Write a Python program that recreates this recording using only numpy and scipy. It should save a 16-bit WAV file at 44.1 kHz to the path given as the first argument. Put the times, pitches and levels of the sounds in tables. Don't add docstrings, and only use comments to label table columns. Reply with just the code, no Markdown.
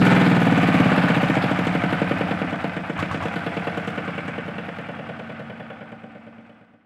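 import sys
import numpy as np
from scipy import signal
from scipy.fft import rfft, irfft
from scipy.io import wavfile
from scipy.ndimage import uniform_filter1d

SR = 44100
rng = np.random.default_rng(int(sys.argv[2]) if len(sys.argv) > 2 else 0)


def pcm_store(signal):
    levels = np.round(np.clip(np.atleast_2d(signal), -1, 1) * 32767)
    wavfile.write(sys.argv[1], SR, levels.astype(np.int16).T)


def rack_gain(trim_db):
    fader = np.asarray(trim_db, float)
    return 10 ** (fader / 20)


N = 302085

# time_s, rate_cycles_per_s
ENGINE_SPEED = [(0.0, 20.088), (0.21, 20.151), (1.06, 16.074), (1.79, 11.607), (2.38, 9.423), (2.82, 7.632),
                (2.96, 7.64), (3.25, 9.427), (3.63, 9.762), (4.32, 9.935), (4.69, 9.85), (5.65, 9.801),
                (6.0, 8.538), (6.46, 8.865), (6.85, 7.245)]
# time_s, rattle_level_db, relative_blow_down_level_db (added to the rattle)
HEARD_LEVEL = [(0, -23, 15), (.4, -28.5, 19), (.85, -26, 16.5), (1.6, -28, 15), (2.2, -29, 15),
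               (2.9, -33, 13.5), (3.6, -31.5, 14), (4.3, -33.5, 11), (4.8, -36, 11.5), (5.4, -40, 13),
               (5.8, -44, 13), (6.2, -48, 13), (6.5, -51, 10), (6.85, -64, 12.5)]
# pitch_hz, t60_s, arrival_ms,
# relative_level_db at the spot, spot_s, rise_db_per_s before it, fall_db_per_s after it
SILENCER_RINGS = [(227.1, 0.32, 4.85, -6.5, 6.1, 5, -5), (311.2, 0.048, 1.12, -2.5, 4.67, -0.5, 15.5),
                  (530, 0.028, 1.265, -0.5, 2, 8, 0.5), (647, 0.22, 3.33, -10.5, 5.1, 31, 23),
                  (139, 0.12, 3.52, -7, 1.86, 2, 1.5), (203.2, 0.12, 4.92, -8.5, 2.7, 3.5, -0.5),
                  (300.5, 0.037, 5.53, -1.5, 0.89, 0, 10), (462.5, 0.093, 5.49, -6, 4.45, 2.5, 19),
                  (730, 0.12, 8.75, -12, 10, 5.5, 6), (563, 0.068, 7.97, -1.5, 6.6, 2.5, 9),
                  (183, 0.048, 11.21, 2.5, 4.46, 4.5, 17), (769, 0.41, 8.4, -13.5, 5.7, 17, 5),
                  (501, 0.054, 16, -3.5, 5.9, 4.5, 5), (681, 0.027, 16, -8, 3.6, 1.5, 37),
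                  (169, 0.069, 10.65, -13, 0.26, 17, 4), (142.7, 0.32, 9.2, -5.5, 5.24, 13, 10),
                  (766, 0.057, 24, -24, 3.1, 15, 17), (298, 0.2, 6.65, -6, 6.85, 12, 4),
                  (302, 0.028, 24.68, -14.5, 2.7, 14, 7), (127, 0.1, 4.24, 0, 0.88, 6.5, 9),
                  (672, 0.052, 1.94, -10.5, 0.86, 13, 14), (813, 0.029, 4.7, -10.5, 0.46, 5, 19),
                  (400, 0.0059, 1.01, -5, 0.97, 5.5, 3.5), (290, 0.047, 2.34, -10, 4.6, 19, 14)]
PIPE_PUFFS = [(0.281, 174.9, 0.2, -0.43, -7, 0.84, 5.6, 1.5), (0.2825, 260, 0.097, -0.31, -7, .3, 2, 4.5),
              (0.25, 306, 0.18, 0.3, -18, 2.4, 6, 8), (0.282, 183.6, 0.66, -0.24, -13, 1.73, 19, 4),
              (.73, 173, 0.13, 0.52, -3, 4.37, 11.4, 14), (.73, 226, 0.23, 0.09, -9.5, 6.4, 3.9, -2),
              (0.3367, 227.7, 0.48, 0.19, -15.5, 5.3, 17, 12), (0.41, 752, 0.027, 0.24, -14.5, 1.2, 4, 11),
              (0.98, 109, 0.12, 0.18, -5, 5.1, 4.4, -2), (.58, 830, .5, 0.26, -25, 5.7, 13, 13)]
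KNOCK_ANGLES = [-.025, .26, .42, .5, .62, .72, .8]
# relative_thud_db, relative_tick_db, share_following_load (0-1)
KNOCK_STRENGTH = [(-37, 18.5, 0.1), (0, 15.5, 0), (-33, 12, 0.1), (11, -7.5, 0.43), (9.5, 12, 0.74),
                  (9, 15, 0.46), (6, 11, 0.63)]
# relative_level_db, t60_s
KNOCK_RATTLE = [(6, .15), (-6, .06), (-9, .06), (3.5, .17), (-6, .07), (-3, .12), (-9, .1)]
# time_s, load_db
ENGINE_LOAD = [(2.9, 1.5), (2.96, 8), (3.0, 17), (3.12, 4.5), (3.23, 11), (3.33, 3), (3.6, -3)]
# pitch_hz, width_hz, relative_level_db, relative_steady_whirr_db
BLOCK_MODES = [(573, 560, -1.5, -6.5), (722, 150, 6, -9.5), (1247, 162, -1, -6.5), (1459, 210, -2.5, 2),
               (1730, 410, -4, -9), (2252, 410, 0, -17), (2670, 440, -2, -35), (2964, 140, -3, -17),
               (3304, 30, 1, -25)]
# pitch_hz, t60_s, relative_level_db
FRAME_MODES = [(107.7, 0.099, -18), (144, 0.037, -27), (187.6, 0.14, 2), (232, 0.11, 1), (310, 0.22, 0)]
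# frequency_hz, relative_density_db
SHAKE_SPECTRUM = [(60, -40), (100, -12), (175, 1.5), (300, 7.5), (390, -16), (470, -2), (700, -2),
                  (1000, -59)]
# frequency_hz, relative_density_db
TREBLE_SPECTRUM = [(2500, -7.5), (3500, 3), (4200, -2), (5000, -1), (6500, -11), (8300, -9), (8800, -9),
                   (11500, -18), (13500, -28), (15600, -49), (15900, -71)]
# time_s, level_db
TREBLE_LEVEL = [(0, -15.5), (1.5, -17.5), (2.8, -20), (3.6, -18.5), (4.4, -21.5), (5.5, -22.5), (6.85, -22)]
# low_hz, high_hz
TREBLE_BANDS = [(2000, 5500), (5500, 9000), (9000, 17000)]
# pitch_hz, t60_s, arrival_ms, level_db (over the rattle)
COVER_MODES = [(1486, 0.088, 3.05, 0), (1801, 0.058, 7, -1), (2294, 0.044, 4, -2.5),
               (2706, 0.035, 1.997, -4.5), (3020, 0.051, 5, -6.5), (3390, 0.12, 2.8, -15)]
# time_s, relative_blow_db
BANG_BLOWS = [(2.9902, -27), (3.112, -26.5), (3.224, -32)]
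# pitch_hz, t60_s, relative_level_db
BANG_MODES = [(55, 0.23, -4), (101, 0.39, -3), (153, 0.2, 2), (1110, 0.096, -6), (1135, 0.087, 3),
              (1277, 0.19, -3), (1700, 0.055, 0), (2180, 0.069, -15), (2900, .05, -21), (3560, .06, -18)]
# multiple_of_cycle_rate, level_db at the turn, turn_s, rise_db_per_s, fall_db_per_s
HUM_PARTIALS = [(6, -38, 0.11, 6, 57), (9, -17.5, 0.31, -5, 23), (12, -29, 1, 8, 21),
                (20, -31, 0.16, -12, 36), (15, -49, 0.063, 17, 14)]
# pitch_hz, t60_s, relative_level_db
LOOSE_MODES = [(900, 0.028, -14), (1187, 0.034, -7), (1535, 0.043, -3), (2027, 0.032, -7.5),
               (2504, 0.064, -13.5), (3120, 0.043, -18.5)]
# frequency_hz, relative_density_db
RUMBLE_SPECTRUM = [(15, -19), (28, -2), (45, 22), (65, 17), (90, -31.5)]
# time_s, level_db
WHINE_LEVEL = [(0, -92), (1.5, -88), (5, -94), (6.7, -105), (6.85, -120)]

VAN_S, VAN_DB_PER_S = 5.62, 5


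def unit(x):
    return x / np.sqrt(np.mean(x ** 2))


def curve(points, t):
    s, *columns = np.transpose(points)
    return [np.interp(t, s, c) for c in columns]


def turn(t, db, at_s, rise_db, fall_db):
    return db - rise_db * np.maximum(at_s - t, 0) - fall_db * np.maximum(t - at_s, 0)


def blows(s, size):
    x, i = np.zeros(N), np.round(np.asarray(s) * SR).astype(int)
    keep = (i >= 0) & (i < N)
    np.add.at(x, i[keep], size[keep])
    return x


def fall(t60):
    return np.exp(-np.log(1000) / (max(t60, .003) * SR))


def ring(x, hz, t60):
    r, w = fall(t60), 2 * np.pi * hz / SR
    return signal.lfilter([0, np.sin(w)], [1, -2 * r * np.cos(w), r * r], x)


def gate(x, t60, rise_s):
    decay = signal.lfilter([1], [1, -fall(t60)], x)
    return signal.lfilter([1 - fall(rise_s)], [1, -fall(rise_s)], decay)


def band(x, lo_hz, hi_hz):
    return signal.sosfilt(signal.butter(2, [lo_hz, hi_hz], "band", fs=SR, output="sos"), x)


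def coloured(points):
    hz, db = np.transpose(points)
    f = np.log(np.arange(N // 2 + 1) * SR / N + 1)
    weight = rack_gain(np.interp(f, np.log(hz), db))
    return unit(irfft(rfft(rng.standard_normal(N)) * weight, N))


def crank():
    t = np.arange(N) / SR
    first_putt_cycles = .259
    cycle = np.cumsum(curve(ENGINE_SPEED, t)[0]) / SR - first_putt_cycles
    return cycle, np.interp(np.arange(int(cycle[-1]) + 1), cycle, t)


def exhaust(s):
    pop_db, wobble_db, late_ms, faintest_db = 1, 1.7, .12, -42
    db = sum(curve(HEARD_LEVEL, s))
    rows = [(0, *row) for row in SILENCER_RINGS] + PIPE_PUFFS
    wobble = wobble_db * rng.standard_normal((len(s), len(rows)))
    shift_ms = late_ms * rng.standard_normal((len(s), len(rows)))
    period = np.append(np.diff(s), s[-1] - s[-2])
    out = 0
    for k, (share, hz, t60, arrival_ms, *spot) in enumerate(rows):
        size = rack_gain(db + np.maximum(turn(s, *spot), faintest_db) + wobble[:, k])
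        at = s + share * period + (arrival_ms + shift_ms[:, k]) / 1000
        out = out + ring(blows(at, size), hz, t60)
    return rack_gain(pop_db) * band(band(out, 117, 1550), 127, 2150)


def knocks(s):
    scatter_db, panel_db, treble_scatter_db = 1.8, 2.6, 1.8
    chance = rng.standard_normal((len(s) - 1, len(KNOCK_STRENGTH), 2 + len(BLOCK_MODES)))
    uneven = rng.standard_normal((len(s) - 1, len(KNOCK_STRENGTH), len(TREBLE_BANDS)))
    hits, tick_gates = 0, np.zeros((len(TREBLE_BANDS), N))
    rattle_gates = np.outer(rack_gain(np.transpose(BLOCK_MODES)[3]), np.ones(N))
    for k, ((thud_db, tick_db, loaded), (rattle_db, t60)) in enumerate(zip(KNOCK_STRENGTH, KNOCK_RATTLE)):
        at = s[:-1] + KNOCK_ANGLES[k] * np.diff(s)
        load_db = loaded * curve(ENGINE_LOAD, at)[0]
        hits = hits + blows(at, rack_gain(thud_db + load_db + scatter_db * chance[:, k, 0]))
        if k == 0:
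            load_db = load_db - VAN_DB_PER_S * np.maximum(at - VAN_S, 0)
        for p in range(len(TREBLE_BANDS)):
            db = tick_db + load_db + scatter_db * chance[:, k, 1] + treble_scatter_db * uneven[:, k, p]
            tick_gates[p] += gate(blows(at, rack_gain(db)), 0.57 * t60, 0.012)
        for p in range(len(BLOCK_MODES)):
            db = rattle_db + load_db + panel_db * chance[:, k, 2 + p]
            rattle_gates[p] += gate(blows(at, rack_gain(db)), t60, 0.022)
    return hits, tick_gates, rattle_gates


def clatter(starts, count):
    repeat = .8
    edge = np.clip(np.round(np.append(starts, N / SR) * SR).astype(int), 0, N)
    size = np.diff(edge).max()
    out, last = rng.standard_normal((count, N)), rng.standard_normal((2, count, size))
    for k, (a, b) in enumerate(zip(edge[:-1], edge[1:])):
        fresh = rng.standard_normal((count, size))
        last[k % 2] = repeat * last[k % 2] + np.sqrt(1 - repeat ** 2) * fresh
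        out[:, a:b] = last[k % 2, :, :b - a]
    return out


def block_rattle(s, gates, grain):
    turns = np.sort(np.concatenate([s[:-1] + KNOCK_ANGLES[k] * np.diff(s) for k in (0, 3)]))
    rattle = 0
    for noise, swell, (hz, width, db, _) in zip(clatter(turns, len(BLOCK_MODES)), gates, BLOCK_MODES):
        resonance = signal.iirpeak(hz, hz / width, fs=SR)
        rattle = rattle + rack_gain(db) * signal.lfilter(*resonance, noise * grain * swell)
    return unit(band(band(rattle, 500, 2780), 330, 2930))


def valve_ticks(gates, grain):
    fan_db = 4
    noise = coloured(TREBLE_SPECTRUM)
    ticks = grain * sum(band(noise, *edge) * swell for edge, swell in zip(TREBLE_BANDS, gates))
    air = rack_gain(fan_db) * band(coloured(TREBLE_SPECTRUM), 2500, 9300)
    level = rack_gain(curve(TREBLE_LEVEL, np.arange(N) / SR)[0])
    return level * unit(ticks + air)


def frame_thump(hits):
    thud_db, shake_db, boom_db = -14.5, -7.5, -11
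    push = band(hits, 95, 350)
    boom, *rings = (rack_gain(db) * ring(push, hz, t60) for hz, t60, db in FRAME_MODES)
    shake = rack_gain(shake_db) * coloured(SHAKE_SPECTRUM)
    return rack_gain(thud_db) * unit(sum(rings)) + shake + rack_gain(boom_db) * unit(boom)


def engine(s):
    s = np.concatenate([[2 * s[0] - s[1]], s, [2 * s[-1] - s[-2]]])
    hits, tick_gates, rattle_gates = knocks(s)
    grain_db = 1.4
    grain = rack_gain(grain_db * unit(uniform_filter1d(rng.standard_normal(N), size=120)))
    level = rack_gain(curve(HEARD_LEVEL, np.arange(N) / SR)[0])
    mechanism = block_rattle(s, rattle_gates, grain) + valve_ticks(tick_gates, grain)
    return level * (mechanism + frame_thump(hits) + tyres())


def clack(s):
    scatter_db, shift_ms = 3, 0.21
    chance = rng.standard_normal((len(s), len(COVER_MODES), 2))
    level_db = curve(HEARD_LEVEL, s)[0] - VAN_DB_PER_S * np.maximum(s - VAN_S, 0)
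    out = 0
    for k, (hz, t60, arrival_ms, db) in enumerate(COVER_MODES):
        at = s + (arrival_ms + shift_ms * chance[:, k, 1]) / 1000
        size = rack_gain(level_db + db + scatter_db * chance[:, k, 0])
        out = out + ring(blows(at, size), hz, t60)
    return out


def bangs():
    crack_db, crack_t60_s = -18, 0.32
    s, db = np.transpose(BANG_BLOWS)
    hit = blows(s, rack_gain(db))
    push = band(band(hit, 72, 3200), 72, 2800)
    rings = sum(rack_gain(mode_db) * ring(push, hz, t60) for hz, t60, mode_db in BANG_MODES)
    noise = band(band(rng.standard_normal(N), 550, 5800), 500, 9900)
    crack = unit(noise * gate(hit, crack_t60_s, 0.004))
    return rings + rack_gain(crack_db) * crack * np.std(gate(hit, crack_t60_s, .003))


def hum(cycle):
    t = np.arange(N) / SR
    out = 0
    for multiple, *shape in HUM_PARTIALS:
        level = np.sqrt(2) * rack_gain(turn(t, *shape))
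        out = out + level * np.sin(2 * np.pi * round(multiple) * cycle)
    return band(out, 69, 1100)


def loose():
    jolts_per_s, scatter_db = 90, 2.8
    s = rng.uniform(0, N / SR, int(jolts_per_s * N / SR))
    chance = scatter_db * rng.standard_normal((len(s), len(LOOSE_MODES) + 1))
    level_db = curve(HEARD_LEVEL, s)[0] + chance[:, -1]
    rings = 0
    for k, (hz, t60, db) in enumerate(LOOSE_MODES):
        rings = rings + ring(blows(s, rack_gain(level_db + db + chance[:, k])), hz, t60)
    return rack_gain(-3.5) * band(rings, 660, 3800)


def tyres():
    start_db, slope_db_per_s, walk_db, walk_s = -22, -2.5, 1, 0.246
    t = np.arange(N) / SR
    steps = np.arange(0, t[-1] + 1, walk_s)
    walk = walk_db * np.interp(t, steps, rng.standard_normal(len(steps)))
    level_db = start_db + slope_db_per_s * np.minimum(t, 2 * VAN_S - t) + walk
    return rack_gain(level_db) * coloured(RUMBLE_SPECTRUM)


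def yard(x):
    t60_s, tail_db, tail_db_per_s = 0.57, -16, 1.1
    t = np.arange(SR // 2) / SR
    tail = rng.standard_normal(len(t)) * np.exp(-np.log(1000) * t / t60_s) * (t > .02)
    wet = signal.fftconvolve(x, tail / np.linalg.norm(tail))[:N]
    return x + rack_gain(tail_db + tail_db_per_s * np.arange(N) / SR) * wet


def whine():
    pitch_hz = 15704
    t = np.arange(N) / SR
    return np.sqrt(2) * rack_gain(curve(WHINE_LEVEL, t)[0]) * np.sin(2 * np.pi * pitch_hz * t)


def scene():
    cycle, s = crank()
    tractor = exhaust(s) + engine(s) + clack(s) + bangs() + hum(cycle) + loose()
    return yard(tractor)[None] + whine()


def roll_off(x):
    return signal.sosfilt(signal.butter(12, 15800, fs=SR, output="sos"), x)


def record(dry):
    ceiling = .8
    return roll_off(ceiling * np.tanh(dry / ceiling))


dry = scene()
out = record(dry)
pcm_store(out)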